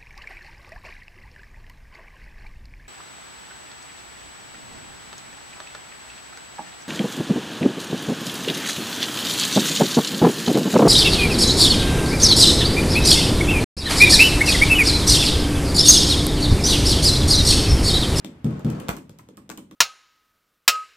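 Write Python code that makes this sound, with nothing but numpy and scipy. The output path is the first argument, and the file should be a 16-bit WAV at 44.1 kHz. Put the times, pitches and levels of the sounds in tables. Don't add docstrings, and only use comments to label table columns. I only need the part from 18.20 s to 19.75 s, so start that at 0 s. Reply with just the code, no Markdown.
import sys
import numpy as np
from scipy import signal
from scipy.fft import rfft, irfft
from scipy.io import wavfile

SR = 44100
rng = np.random.default_rng(int(sys.argv[2]) if len(sys.argv) > 2 else 0)


def dump_mix(stems):
    frames = np.atleast_2d(stems).T
    limited = np.clip(frames, -1, 1)
    pcm = np.round(limited * 32767).astype(np.int16)
    wavfile.write(sys.argv[1], SR, pcm)


N = 68355
TIME = np.arange(SR) / SR

# start in seconds, which pen,
# tick in dB, knock in dB, knock pitch in Hz, thud in dB, thud pitch in Hz, left minus right in dB.
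TAPS = [(0.0466, "right", -12.5, -19.5, 646, -1.5, 235, 4),
        (0.2447, "right", -15.5, -25.5, 970, -12, 201, 1.5), (0.3081, "left", -26, -23, 1140, -51, 200, -6),
        (0.3945, "left", -22.5, -24, 1080, -38, 200, -2.5),
        (.4470, "right", -17, -21.5, 930, -23, 208, 0.5), (0.5018, "left", -8, -35, 1066, -31, 204, 4.5),
        (.6003, "left", -11, -19, 1151, -6, 199, 1.5), (0.6846, "right", -7, -11, 940, -20, 207, 2),
        (0.7668, "left", -13, -19, 1240, -6, 207, -3), (.8950, "right", -24, -26, 554, -12.5, 104, 1),
        (0.9876, "left", -17.5, -23.5, 1020, -18.5, 129, -3),
        (1.0881, "right", -29, -24.5, 510, -15, 217.5, -0.5),
        (1.1712, "left", -18, -24, 1234, -12, 222, -2), (1.2927, "right", -18, -23, 600, -8, 245, 1.5),
        (1.3752, "left", -10.5, -20, 1050, -7, 244, -3), (1.5120, "right", -25, -28.5, 1150, -12, 253.8, 1)]
TICK_TONE = {"right": [(300, -19.5), (1200, -3), (2300, 2), (3500, 2.5), (5200, 4), (8300, 3.5),
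             (10500, -9.5), (12500, -8), (16000, 9)], "left": [(300, 7.5), (1800, -35.5), (3100, -5),
             (4300, -7), (6000, -5.5), (8500, -1.5), (10500, -10.5), (13500, -8.5), (16000, 6.5)]}
BARREL_RING = {"right": (3526, -10.5, 0.0045), "left": (3034, -19.5, 0.015)}
# multiple of the pitch, level in dB.
KNOCK_TONE = [(.15, -16.5), (.45, -3), (.7, -1), (1, 2), (1.5, -7.5), (2.2, -8.5), (3.5, -24.5),
              (10, -40.5)]
THUD_TONE = [(.15, -74.5), (.35, -22.5), (.55, -6), (.8, 1), (1.15, -0.5), (1.6, -9.5), (2.3, -18),
             (3.6, -31), (9, -50.5), (35, -41)]
WOOD_DELAY_S = {"right": .001, "left": .0045}
TICK_T60_S, TICK_SCATTER = 0.012, 1.2
HAND_DAMPING_DB_PER_S = 51


def pen_taps():
    ticks, knocks, thuds, boom = np.zeros((4, 2, N))
    damped_ring = unit(table_ring("tip", rise_s=0.0075) * amp(-HAND_DAMPING_DB_PER_S * TIME))
    for s, pen, tick_db, knock_db, knock_hz, thud_db, thud_hz, pan_db in TAPS:
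        add(ticks, s, amp(tick_db) * blow(TICK_TONE[pen], TICK_T60_S, TICK_SCATTER), pan_db)
        barrel_hz, barrel_db, barrel_t60 = BARREL_RING[pen]
        add(ticks, s, amp(tick_db + barrel_db) * ping(barrel_hz, barrel_t60), pan_db)
        wood_s = s + WOOD_DELAY_S[pen]
        add(knocks, wood_s, amp(knock_db - 6.5) * ping(knock_hz, t60=0.019))
        add(knocks, wood_s, amp(knock_db) * blow(pitched(KNOCK_TONE, knock_hz), t60=0.034, scatter=5.9))
        add(thuds, wood_s, amp(thud_db - 7) * click(pitched(THUD_TONE, thud_hz)))
        add(boom, wood_s, amp(thud_db - 3) * damped_ring)
    return room(ticks, tail_db=-5) + room(knocks, tail_db=-6) + room(thuds, tail_db=-2.5) + boom


# start in seconds, then crack, push, tick and left minus right in dB.
SLAPS = [(0.691, 5.5, 7, -3.5, 1.5), (1.3002, -13, -21, -10.5, 11), (1.3071, -17, -41, -47, 2),
         (1.3160, -22, -27, -25, -18.5)]
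# frequency in Hz, level in dB.
CRACK_TONE = [(60, -47.5), (250, 7.5), (600, 2.5), (1000, 3), (1450, 4), (2000, -5), (2600, -2.5),
              (4000, -20), (6000, -28.5), (8500, -23.5), (10500, -26), (15000, -13)]
PUSH_TONE = [(20, -50), (50, 0.5), (100, 0.5), (190, 3), (350, -5), (700, -9), (2000, -38.5), (8000, -80)]


def pen_slaps():
    cracks, pushes = np.zeros((2, 2, N))
    for s, crack_db, push_db, tick_db, pan_db in SLAPS:
        add(cracks, s, amp(crack_db) * blow(CRACK_TONE, t60=0.016, scatter=0.62), pan_db)
        add(cracks, s, amp(tick_db) * blow(TICK_TONE["right"], TICK_T60_S, TICK_SCATTER), pan_db)
        add(pushes, s, amp(push_db) * click(PUSH_TONE))
    return room(cracks, tail_db=-8) + room(pushes, tail_db=-14.5)


# start in seconds, level in dB, rattle in dB, rattle length in seconds.
THUMPS = [(0.2449, 13.5, -42, 0.182), (0.4474, 14, -38.5, 0.276)]
# frequency in Hz, level in dB.
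HEEL_TONE = [(20, -44), (60, 5.5), (110, 3.5), (180, 7.5), (300, 0), (450, -9), (800, -19.5), (2000, -37),
             (8000, -46)]
RATTLE_TONE = [(100, -3), (450, 12), (800, 1.5), (1300, -0.5), (2000, -9.5), (2700, -12), (4000, -18),
               (8000, -25), (11000, -38), (15000, -33)]
RATTLE_HITS_PER_S, RATTLE_RISE_S, RATTLE_RELEASE_S, RATTLE_FADE_DB_PER_S = 2500, 0.0052, 0.018, 30.5


def hand_thumps():
    blows, boom, rattle = np.zeros((3, 2, N))
    for s, db, rattle_db, rattle_s in THUMPS:
        add(blows, s, amp(db - 15) * click(HEEL_TONE))
        add(boom, s, amp(db + 0.5) * table_ring("hand", rise_s=0.0069), pan_db=1.6)
        tiny_hits = wide_noise(SR) * (rng.random(SR) < RATTLE_HITS_PER_S / SR)
        buzz = np.sqrt(SR) * unit(shape_tone(tiny_hits, RATTLE_TONE))
        rise = 1 - np.exp(-TIME / RATTLE_RISE_S)
        fade = amp(rattle_db - RATTLE_FADE_DB_PER_S * TIME)
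        release = np.exp(-np.maximum(TIME - rattle_s, 0) / RATTLE_RELEASE_S)
        add(rattle, s, rise * fade * release * buzz, pan_db=1.5)
    return room(blows, tail_db=6) + boom + room(rattle, tail_db=-3.5)


# pitch in Hz, dB under the hand, dB under a pen tip, t60 in seconds.
TABLE_NOTES = [(73.4, -12, -48, 0.31), (86.7, -11, -26, 0.5), (124.6, -4, -23, 0.41),
               (145.4, -5, -38, 0.59), (153.7, 2.5, 0.5, 0.27), (167.94, -7.5, 0.5, 0.38),
               (209.4, -2.5, 1, 0.28), (223, -0.5, 4, 0.3), (249.95, -8, -0.5, 0.4),
               (267.8, -10, -5.5, 0.41), (316, -29, 0, 0.13), (315.3, -9.5, -8.5, 0.28),
               (357.4, -20.5, -16, 0.64), (435, -21, -17.5, 0.65), (490, -22, -20, 0.47),
               (560.5, -29.5, -14, 0.47)]


def table_ring(striker, rise_s):
    ring = np.zeros(SR)
    for hz, hand_db, tip_db, t60 in TABLE_NOTES:
        db = hand_db if striker == "hand" else tip_db
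        ring += amp(db - 60 * TIME / t60) * np.sin(2 * np.pi * hz * TIME)
    return unit(ring * (1 - np.exp(-TIME / rise_s)))


def blow(tone, t60, scatter):
    hit = scatter * unit(wide_noise(4096) * amp(-60 * TIME[:4096] / t60))
    hit[1, 0] += 1
    hit[0, round(0.00007 * SR)] += 1
    return unit(signal.fftconvolve(hit, click(tone)[None], axes=1))


def ping(hz, t60):
    return unit(np.sin(2 * np.pi * hz * TIME) * amp(-60 * TIME / t60))


def click(tone):
    hz = np.fft.rfftfreq(8192, 1 / SR)
    cepstrum = irfft(np.log(amp(look_up(tone, hz))))
    half = len(cepstrum) // 2
    cepstrum[1:half] *= 2
    cepstrum[half + 1:] = 0
    return unit(irfft(np.exp(rfft(cepstrum)))[:half])


# delay in seconds, left gain, right gain.
ECHOES = [(.0062, 0.063, 0.058), (0.0102, 0.049, 0.34), (0.0162, 0.16, 0.095), (0.0202, 0.19, 0.16)]
# frequency in Hz, t60 in seconds.
ROOM_T60 = [(80, 0.32), (250, 0.56), (600, 0.28), (1500, 0.24), (4000, 0.27), (8000, 0.26), (15000, 0.23)]
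# frequency in Hz, level in dB.
ROOM_TONE = [(30, -10), (70, -7), (130, 5.5), (300, 1), (9000, -1), (15000, -1.5)]
ROOM_RISE_S = 0.0036


def room(x, tail_db):
    hz, t, spectrum = signal.stft(wide_noise(SR), SR, nperseg=512)
    fade_db = look_up(ROOM_TONE, hz)[:, None] - 60 * t / look_up(ROOM_T60, hz)[:, None]
    tail = signal.istft(spectrum * amp(fade_db), SR)[1][:, :SR]
    rise = 1 - np.exp(-(TIME / ROOM_RISE_S) ** 2)
    response = amp(tail_db) * unit(tail * rise)
    response[:, 0] += 1
    for s, left, right in ECHOES:
        add(response, s, np.array([[left], [right]]))
    return signal.fftconvolve(x, response, axes=1)[:, :N]


# frequency in Hz, level in dB.
HUSH_TONE = [(20, -41), (70, -8), (170, -15.5), (280, 6), (450, -9), (1000, -23.5), (3000, -26),
             (8000, -53), (16000, -19)]
LINGER_TONE = [(20, -34), (70, 9), (180, 5.5), (300, 1.5), (500, -8), (1200, -13.5), (2700, -21),
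               (5000, -32.5), (15000, -45)]
HUSH_DB, LINGER_DB, LINGER_FADE_DB_PER_S = -72.5, -46.5, 9


def background():
    hush = amp(HUSH_DB) * unit(shape_tone(wide_noise(N), HUSH_TONE))
    fade = amp(LINGER_DB - LINGER_FADE_DB_PER_S * np.arange(N) / SR)
    linger = fade * unit(shape_tone(wide_noise(N), LINGER_TONE))
    return np.sqrt(N) * (hush + linger)


# frequency in Hz, likeness from 0 (unrelated) to 1 (the same).
LIKENESS = [(100, 0.97), (200, 1), (350, 0.88), (700, 0.12), (2000, 0.05), (15000, 0.044)]


def wide_noise(size):
    a, b = rfft(rng.standard_normal((2, size)))
    same = np.clip(look_up(LIKENESS, np.fft.rfftfreq(size, 1 / SR)), 0, 1)
    mid, side = a * np.sqrt((1 + same) / 2), b * np.sqrt((1 - same) / 2)
    return irfft(np.array([mid + side, mid - side]), size)


def amp(db):
    return 10 ** (np.asarray(db) / 20)


def unit(x):
    return x / np.sqrt(np.mean(np.sum(x ** 2, -1)) + 1e-20)


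def look_up(table, hz):
    row_hz, value = np.transpose(table)
    return np.interp(np.log(hz + 1), np.log(row_hz), value)


def pitched(tone, hz):
    return np.array(tone) * [hz, 1]


def shape_tone(x, tone):
    return signal.fftconvolve(x, click(tone)[None], axes=1)[:, :x.shape[1]]


def add(mix, s, sound, pan_db=0):
    part = mix[:, max(round(s * SR), 0):][:, :sound.shape[-1]]
    part += (sound * amp([[pan_db / 2], [-pan_db / 2]]))[:, :part.shape[1]]


def scene():
    return pen_taps() + pen_slaps() + hand_thumps() + background()


# frequency in Hz, gain in dB.
MICROPHONE_TONE = [(20, -2.5), (11000, 3.5), (14000, 3), (15300, -15), (15900, -21), (17000, -23)]
OVERLOAD_LEVEL, TREBLE_LIMIT_HZ = 0.36, 16400


def record(dry):
    rounded = OVERLOAD_LEVEL * np.tanh(dry / OVERLOAD_LEVEL)
    heard = shape_tone(rounded, MICROPHONE_TONE)
    low_pass = signal.firwin(255, TREBLE_LIMIT_HZ, window=("kaiser", 9), fs=SR)
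    return signal.oaconvolve(heard, low_pass[None], "same")


dry = scene()
out = record(dry)
dump_mix(out)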